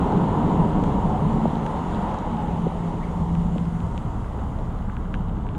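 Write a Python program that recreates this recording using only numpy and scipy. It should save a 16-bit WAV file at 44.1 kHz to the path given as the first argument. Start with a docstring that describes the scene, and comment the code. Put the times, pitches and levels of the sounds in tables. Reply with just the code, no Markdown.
"""One microphone inside a car, close to the glass, rolling slowly out from under a car wash's air blowers.
At first the turbulent jets drum on the roof just overhead and rush past the windows, whining in narrow
resonances. A soft knock comes through the body at 1.5 s; near 2 s the rush surges as the car clears the
last jets, then grows duller. From 2.6 to 4 s a blower tone swells and fades, with two more knocks.
The idling engine, the body's rumble and drops ticking on the glass, there all along, remain at the end."""
import sys
import numpy as np
from scipy import signal
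from scipy.fft import rfft, irfft, next_fast_len
from scipy.io import wavfile
from scipy.ndimage import uniform_filter1d, map_coordinates

SR = 44100
rng = np.random.default_rng(int(sys.argv[2]) if len(sys.argv) > 2 else 0)


def store_pcm(level_fs):
    """Save levels as 16-bit WAV."""
    pcm = np.round(np.clip(level_fs, -1, 1) * 32767).astype(np.int16)
    wavfile.write(sys.argv[1], SR, np.atleast_2d(pcm).T)


N = 246078

# Colours of the noises, low to high: (frequency [Hz], relative spectral density [dB])
RUMBLE_SPECTRUM = [(7.1, -45), (12, -14), (27, -4), (70, -4), (113, -3), (140, -13.5), (172, -16.5),
                   (217, -9.5), (260, -38), (340, -71), (570, -120)]
BOOM_SPECTRUM = [(90, -41), (125, -4), (155, 2), (190, 2), (222, -5), (250, -7.5), (300, -42)]
DRUMMING_SPECTRUM = [(190, -32), (250, 1.5), (300, 2.5), (360, -4.5), (415, 0), (500, -10.5), (700, -34.5)]
RUSH_SPECTRUM = [(350, -43.5), (480, -3.5), (620, -5.5), (760, -3), (880, -1.5), (1000, -2.5),
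                 (1150, -12.5), (1500, -48)]
UPPER_RUSH_SPECTRUM = [(850, -26), (1080, -2.5), (1260, -2), (1450, -8), (1700, -15.5), (2100, -48)]
HISS_SPECTRUM = [(1400, -32), (1750, 1.5), (2080, 0.5), (2430, -6), (2960, -1.5), (3600, -7), (4200, -12.5),
                 (5000, -25), (6500, -54.5)]
FIZZ_SPECTRUM = [(3800, -25), (4600, -4.5), (5400, -7), (6300, -4), (7000, 0), (7900, -5.5), (9900, -8),
                 (10700, -15), (12300, -18.5), (13300, -29.5), (14400, -32.5), (16000, -44)]
MIC_HISS_SPECTRUM = [(11500, -25), (13000, -6), (14300, 0), (16000, 0)]
# The same noises over time, before flutter and surge: (time [s], level [dB])
RUMBLE_LEVEL = [(0, -30), (.6, -27), (1.2, -30.5), (1.83, -33.5), (2.4, -33.5), (3.2, -30), (3.7, -29),
                (4.2, -27.5), (4.6, -30), (5.1, -32), (5.4, -26.5), (5.58, -26.5)]
BOOM_LEVEL = [(0, -30.5), (.2, -23), (1.44, -23.5), (1.57, -30.5), (2.4, -30), (2.65, -29), (2.9, -32),
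              (3.2, -31), (3.45, -27.5), (3.85, -35.5), (4.8, -36), (5.1, -32), (5.58, -34)]
DRUMMING_LEVEL = [(0, -27), (1.4, -30.5), (1.6, -34), (2.4, -35), (3.1, -38), (3.7, -41.5), (4.05, -42.5),
                  (4.4, -40), (4.9, -43), (5.58, -40.5)]
RUSH_LEVEL = [(0, -29), (1.1, -29.5), (1.5, -32), (2.45, -34.5), (2.9, -37), (3.6, -41.5), (4.05, -42),
              (4.4, -39.5), (4.9, -41), (5.58, -42)]
UPPER_RUSH_LEVEL = [(0, -40), (1, -42.5), (1.6, -43.5), (2.2, -43), (2.6, -47), (3.4, -48.5), (4.3, -48),
                    (5, -47.5), (5.58, -50)]
HISS_LEVEL = [(0.0, -48.5), (1.13, -51), (2.02, -50.5), (2.5, -52.5), (3.39, -56), (4.4, -58.5),
              (5.58, -61.5)]
FIZZ_LEVEL = [(0.0, -61), (2.04, -61), (2.24, -63), (3.88, -63.5), (5.58, -70.5)]
MIC_HISS_LEVEL = [(.6, -97.5), (1.1, -92), (1.6, -98), (2.6, -98), (3.2, -85.5), (3.8, -88.5), (4.3, -79),
                  (5.35, -80), (5.58, -95.5)]
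# The engine's firing tone and the blower tone, heard from the cabin: (time [s], level [dB])
FIRING_LEVEL = [(0, -42.5), (1.1, -33.5), (1.75, -40), (2.6, -36), (4.2, -34.5), (4.7, -32.5),
                (5.42, -32.5), (5.58, -42)]
BLOWER_LEVEL = [(0, -32), (1.4, -47), (2.2, -36), (2.52, -37.5), (2.6, -25), (2.8, -29), (2.95, -31),
                (3.1, -31.5), (3.25, -25.5), (3.45, -24), (3.6, -28.5), (3.8, -28.5), (3.95, -44.5),
                (5.58, -36.5)]
# Thin sizzles and rough squeaks: (time [s], half length [s], level [dB], centre [Hz], width [Hz])
SIZZLES = [(5.22, 0.083, -66, 3000, 500), (4.7, 0.8, -63.5, 2010, 300), (3.022, .008, -49.5, 1900, 200),
           (3.04, .013, -47.5, 2170, 260), (3.085, 0.021, -56, 2150, 200), (5.152, 0.0067, -53, 2900, 900)]
# Drops, before their colouring: # (time [s], level [dB], pitch [Hz], bright part [dB re tick], pane ring [dB re
# tick])
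DROPS = [(.123, -34, 4200, -2, -7), (.176, -31.5, 3000, -15, -9), (.497, -35, 3800, -12, -8),
         (.839, -29.5, 3000, -1, -9), (1.479, -35, 3950, -10, -7), (1.5554, -30.5, 3470, -25, -13),
         (1.6642, -28.5, 2850, -2, -4), (1.948, -31.5, 3500, -9, -10), (2.1435, -41, 4520, 7, -9),
         (2.1876, -40, 4430, 8.5, -7), (2.37, -35, 3150, -20, -11), (2.6794, -38, 2885, -23, -13),
         (3.3519, -31.5, 2560, -6, -8), (3.5823, -29.5, 2920, -24, -12), (3.6544, -40, 2220, -23, -6),
         (3.804, -35, 2850, -8, -12), (3.9779, -26.5, 2870, -6, -18), (4.244, -39, 2000, -25, 1),
         (4.322, -43, 2700, -25, -9), (4.388, -41, 2700, -25, -12), (4.396, -44, 3200, -23, -12),
         (4.588, -39, 3200, -20, -12), (4.789, -41, 3800, -17, -12), (4.898, -35.5, 1800, -28, -2),
         (4.9676, -31.5, 2400, -23, -4), (5.022, -46, 2900, -14, -3), (5.1411, -24, 2550, -16, -3),
         (5.1492, -34, 2900, -6, -6), (5.2844, -42, 3000, -20, -12), (5.296, -41, 3000, -25, -12),
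         (5.369, -45, 3000, -8, -9), (5.385, -45, 2500, -25, -9), (5.467, -39, 2400, -8, -1),
         (5.4897, -32.5, 2570, -30, -12), (5.5503, -36, 2800, -20, -5), (5.556, -45, 3200, -2, -12)]
# Colour of a drop as heard in the cabin: (frequency [Hz], gain [dB])
DROP_COLOUR = [(500, 2.5), (3900, -1), (4700, -9.5), (5400, -5), (6500, -1), (7500, -6), (9000, -7),
               (16000, -3)]
# Knocks on the body: (time [s], level [dB], pitch [Hz], ring [cycles], thud [dB re blow], thud pitch [Hz])
KNOCKS = [(1.4545, -11, 720, 1, -6, 370), (2.667, -14, 440, 0.94, -4, 205),
          (3.559, -19.5, 585, 0.6, -1.5, 295)]
# Strength of the jets that drive the whines: (time [s], level [dB])
JET_STRENGTH = [(0.0, -26), (0.9, -28.5), (1.4, -32.5), (1.86, -32), (2.42, -34.5), (3.67, -39),
                (4.37, -41.5), (5.25, -45), (5.58, -38.5)]
# Resonances in the rush: (centre [Hz], level at mean jet strength [dB], slope [dB per dB of strength])
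WHINES = [(220.4, -40.5, 1.01), (735.4, -50.5, 1), (853, -51.5, 1.4), (930, -49.5, 1.15)]
# Moments when one whine stands out: (row of WHINES, time [s], half length [s], rise [dB])
WHINE_SWELLS = [(0, 0.52, 0.1, 1), (0, 1.39, 0.14, 11), (0, 3.3, 0.73, 3.5), (1, 1.163, 0.055, 17),
                (1, 2.8, 0.42, 7), (2, 1.68, 0.2, 7.5), (2, 2.4, 0.15, 14), (3, 1.01, 0.06, 10),
                (3, 2.04, 0.05, 13), (2, 2.09, 0.066, 11), (1, 2.02, .08, 6), (3, 1.83, .06, 8),
                (3, 3.2, 0.21, 10.5), (3, 4.0, 0.23, 12)]


def amp(db):
    """Gain of a level in dB."""
    return 10 ** (np.asarray(db) / 20)


def unit(x):
    """Scaled to rms 1."""
    return x / np.sqrt(np.mean(x ** 2) + 1e-20)


def curve(rows):
    """A (time, level) table as one level per sample."""
    return np.interp(np.arange(N) / SR, *np.transpose(rows))


def wobble(rate):
    """A smooth random curve, rate knots a second."""
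    return map_coordinates(rng.standard_normal(int(N * rate / SR) + 4), [np.arange(N) * rate / SR])


def bump(at_s, half_s):
    """A bell of height 1 in time."""
    return np.exp(-((np.arange(N) / SR - at_s) / half_s) ** 2)


def filtered(x, response):
    """x through a gain that depends on frequency."""
    size = next_fast_len(N + 8192)
    return irfft(rfft(x, size) * response(np.fft.rfftfreq(size, 1 / SR)), size)[..., :N]


def coloured(x, spectrum, outside_db=None):
    """x through a (frequency, gain) table, read on a log frequency axis."""
    f, db = np.transpose(spectrum)
    return filtered(x, lambda hz: amp(np.interp(np.log(hz + 1), np.log(f + 1), db, outside_db, outside_db)))


def noise(spectrum, patchy_db):
    """Coloured noise of rms 1 with patches of random gain in time and frequency."""
    cells = signal.stft(rng.standard_normal(N), nperseg=512)[2]
    patches = uniform_filter1d(rng.standard_normal(cells.shape), size=5, axis=0)
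    patches = unit(uniform_filter1d(patches, size=10, axis=1))
    patchy = signal.istft(cells * amp(patchy_db * patches), nperseg=512)[1][:N]
    return unit(coloured(patchy, spectrum, outside_db=-120))


def tone(hz, db, phase_drift):
    """A sine of rms level db whose phase wanders."""
    return np.sqrt(2) * amp(db) * np.sin(2 * np.pi * hz * np.arange(N) / SR + phase_drift)


def blip(t, hz, cycles):
    """A struck thing that rings for only a few cycles, with a soft start."""
    age = t * hz / cycles
    return age ** 2 * np.exp(2 - 2 * age) * np.sin(2 * np.pi * hz * t)


def mic_hiss():
    """The microphone's own faint, very high hiss."""
    return amp(curve(MIC_HISS_LEVEL)) * noise(MIC_HISS_SPECTRUM, patchy_db=0.5)


def rumble():
    """Low rumble through the car's body."""
    return amp(curve(RUMBLE_LEVEL) + 0.8 * wobble(5.5)) * noise(RUMBLE_SPECTRUM, patchy_db=0.5)


def engine(firing_hz=32.6, octave_db=-1):
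    """The idling engine, heard from the cabin: its firing rate and the octave drift together."""
    level_db = curve(FIRING_LEVEL)
    drift = 0.19 * wobble(3.7)
    octave = tone(2 * firing_hz, level_db + octave_db + 3 * wobble(2.7), 2 * drift + 0.93 * wobble(12))
    return tone(firing_hz, level_db + 1.7 * wobble(1.44), drift) + octave


def blower(pitch_hz=168.5):
    """A blower outside the car: one tone that wavers in level and phase."""
    return tone(pitch_hz, curve(BLOWER_LEVEL) + 0.66 * wobble(7), 0.22 * wobble(9))


def sizzles():
    """Faint, narrow bands of hiss that come and go."""
    out = np.zeros(N)
    for at_s, half_s, db, centre_hz, width_hz in SIZZLES:
        band = filtered(rng.standard_normal(N), lambda hz: np.exp(-2 * ((hz - centre_hz) / width_hz) ** 2))
        out += amp(db) * bump(at_s, half_s) * unit(band)
    return out


def drops(pane_hz=1576, patter_per_s=12, softest_db=-53, patter_hz=3000):
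    """Water on the glass close by: each drop ticks and rings the pane; small ones patter at random."""
    out, t = np.zeros(N + SR), np.arange(SR // 50) / SR
    patter = [(when * N / SR, softest_db + 8 * force, patter_hz * 2 ** (0.73 * (pitch - 0.5)), -18, -10)
              for when, force, pitch in rng.random((round(patter_per_s * N / SR), 3))]
    for at_s, db, hz, bright_db, pane_db in DROPS + patter:
        tick = blip(t, hz, cycles=0.81)
        bright = amp(bright_db) * blip(t, rng.normal(6400, 250), cycles=0.74)
        pane = amp(pane_db) * blip(t, pane_hz, cycles=2.1)
        out[round(at_s * SR):][:len(t)] += amp(db) * (tick + bright + pane)
    return coloured(out[:N], DROP_COLOUR)


def knocks():
    """Soft knocks through the body: a short pitched blow and the body's low answering thud."""
    out, t = np.zeros(N + SR), np.arange(SR // 20) / SR
    for at_s, db, hz, cycles, thud_db, thud_hz in KNOCKS:
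        thud = amp(thud_db) * blip(t, thud_hz, cycles=1.07)
        out[round(at_s * SR):][:len(t)] += amp(db) * (blip(t, hz, cycles) + thud)
    return out[:N]


def whines(width_hz=26, wander_ratio=12 / 900):
    """Air noise ringing in narrow resonances: fuzzy, drifting lines that follow the jets and swell."""
    out, strength_db = np.zeros(N), curve(JET_STRENGTH)
    for row, (centre_hz, db, slope) in enumerate(WHINES):
        driven_db = db + slope * (strength_db - strength_db.mean())
        swell_db = sum(rise * bump(at_s, half_s) for which, at_s, half_s, rise in WHINE_SWELLS
                       if which == row)
        fuzz = filtered(rng.standard_normal((2, N)), lambda hz: 1 / (1 + (2 * hz / width_hz) ** 2))
        phase = 2 * np.pi * np.cumsum(centre_hz * (1 + wander_ratio * wobble(8))) / SR
        ring = fuzz[0] * np.sin(phase) + fuzz[1] * np.cos(phase)  # slow noise shifted up to the pitch
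        out += amp(driven_db + swell_db) * unit(ring)
    return out


def jets():
    """Turbulent air on the roof just overhead and along the glass: one flutter shakes all its bands."""
    surge_db = 2 * bump(at_s=2.085, half_s=0.15)  # the car clears the last jets
    flutter = wobble(12)
    buffet_db = flutter + 0.6 * wobble(25)
    boom = amp(curve(BOOM_LEVEL) + buffet_db) * noise(BOOM_SPECTRUM, patchy_db=0.4)
    drumming = amp(curve(DRUMMING_LEVEL) + buffet_db) * noise(DRUMMING_SPECTRUM, patchy_db=0.56)
    rush = amp(curve(RUSH_LEVEL) + surge_db + 0.88 * flutter) * noise(RUSH_SPECTRUM, patchy_db=1.14)
    upper_db = curve(UPPER_RUSH_LEVEL) + surge_db + 0.26 * flutter
    upper_rush = amp(upper_db) * noise(UPPER_RUSH_SPECTRUM, patchy_db=1.05)
    grain_db = 0.29 * flutter + 0.32 * wobble(30)
    hiss = amp(curve(HISS_LEVEL) + 0.56 * surge_db + grain_db) * noise(HISS_SPECTRUM, patchy_db=0.67)
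    fizz = amp(curve(FIZZ_LEVEL) + 0.64 * grain_db) * noise(FIZZ_SPECTRUM, patchy_db=1.3)
    return boom + drumming + rush + upper_rush + hiss + fizz


def scene():
    """One spot inside the car, plus the microphone's own hiss, in mono."""
    sustained = jets() + whines() + blower() + engine() + rumble() + mic_hiss()
    return (sustained + drops() + knocks() + sizzles())[None]


def record(dry):
    """The microphone in the cabin keeps nothing above its band limit."""
    return filtered(dry, lambda hz: hz < 15750)


dry = scene()
out = record(dry)
store_pcm(out)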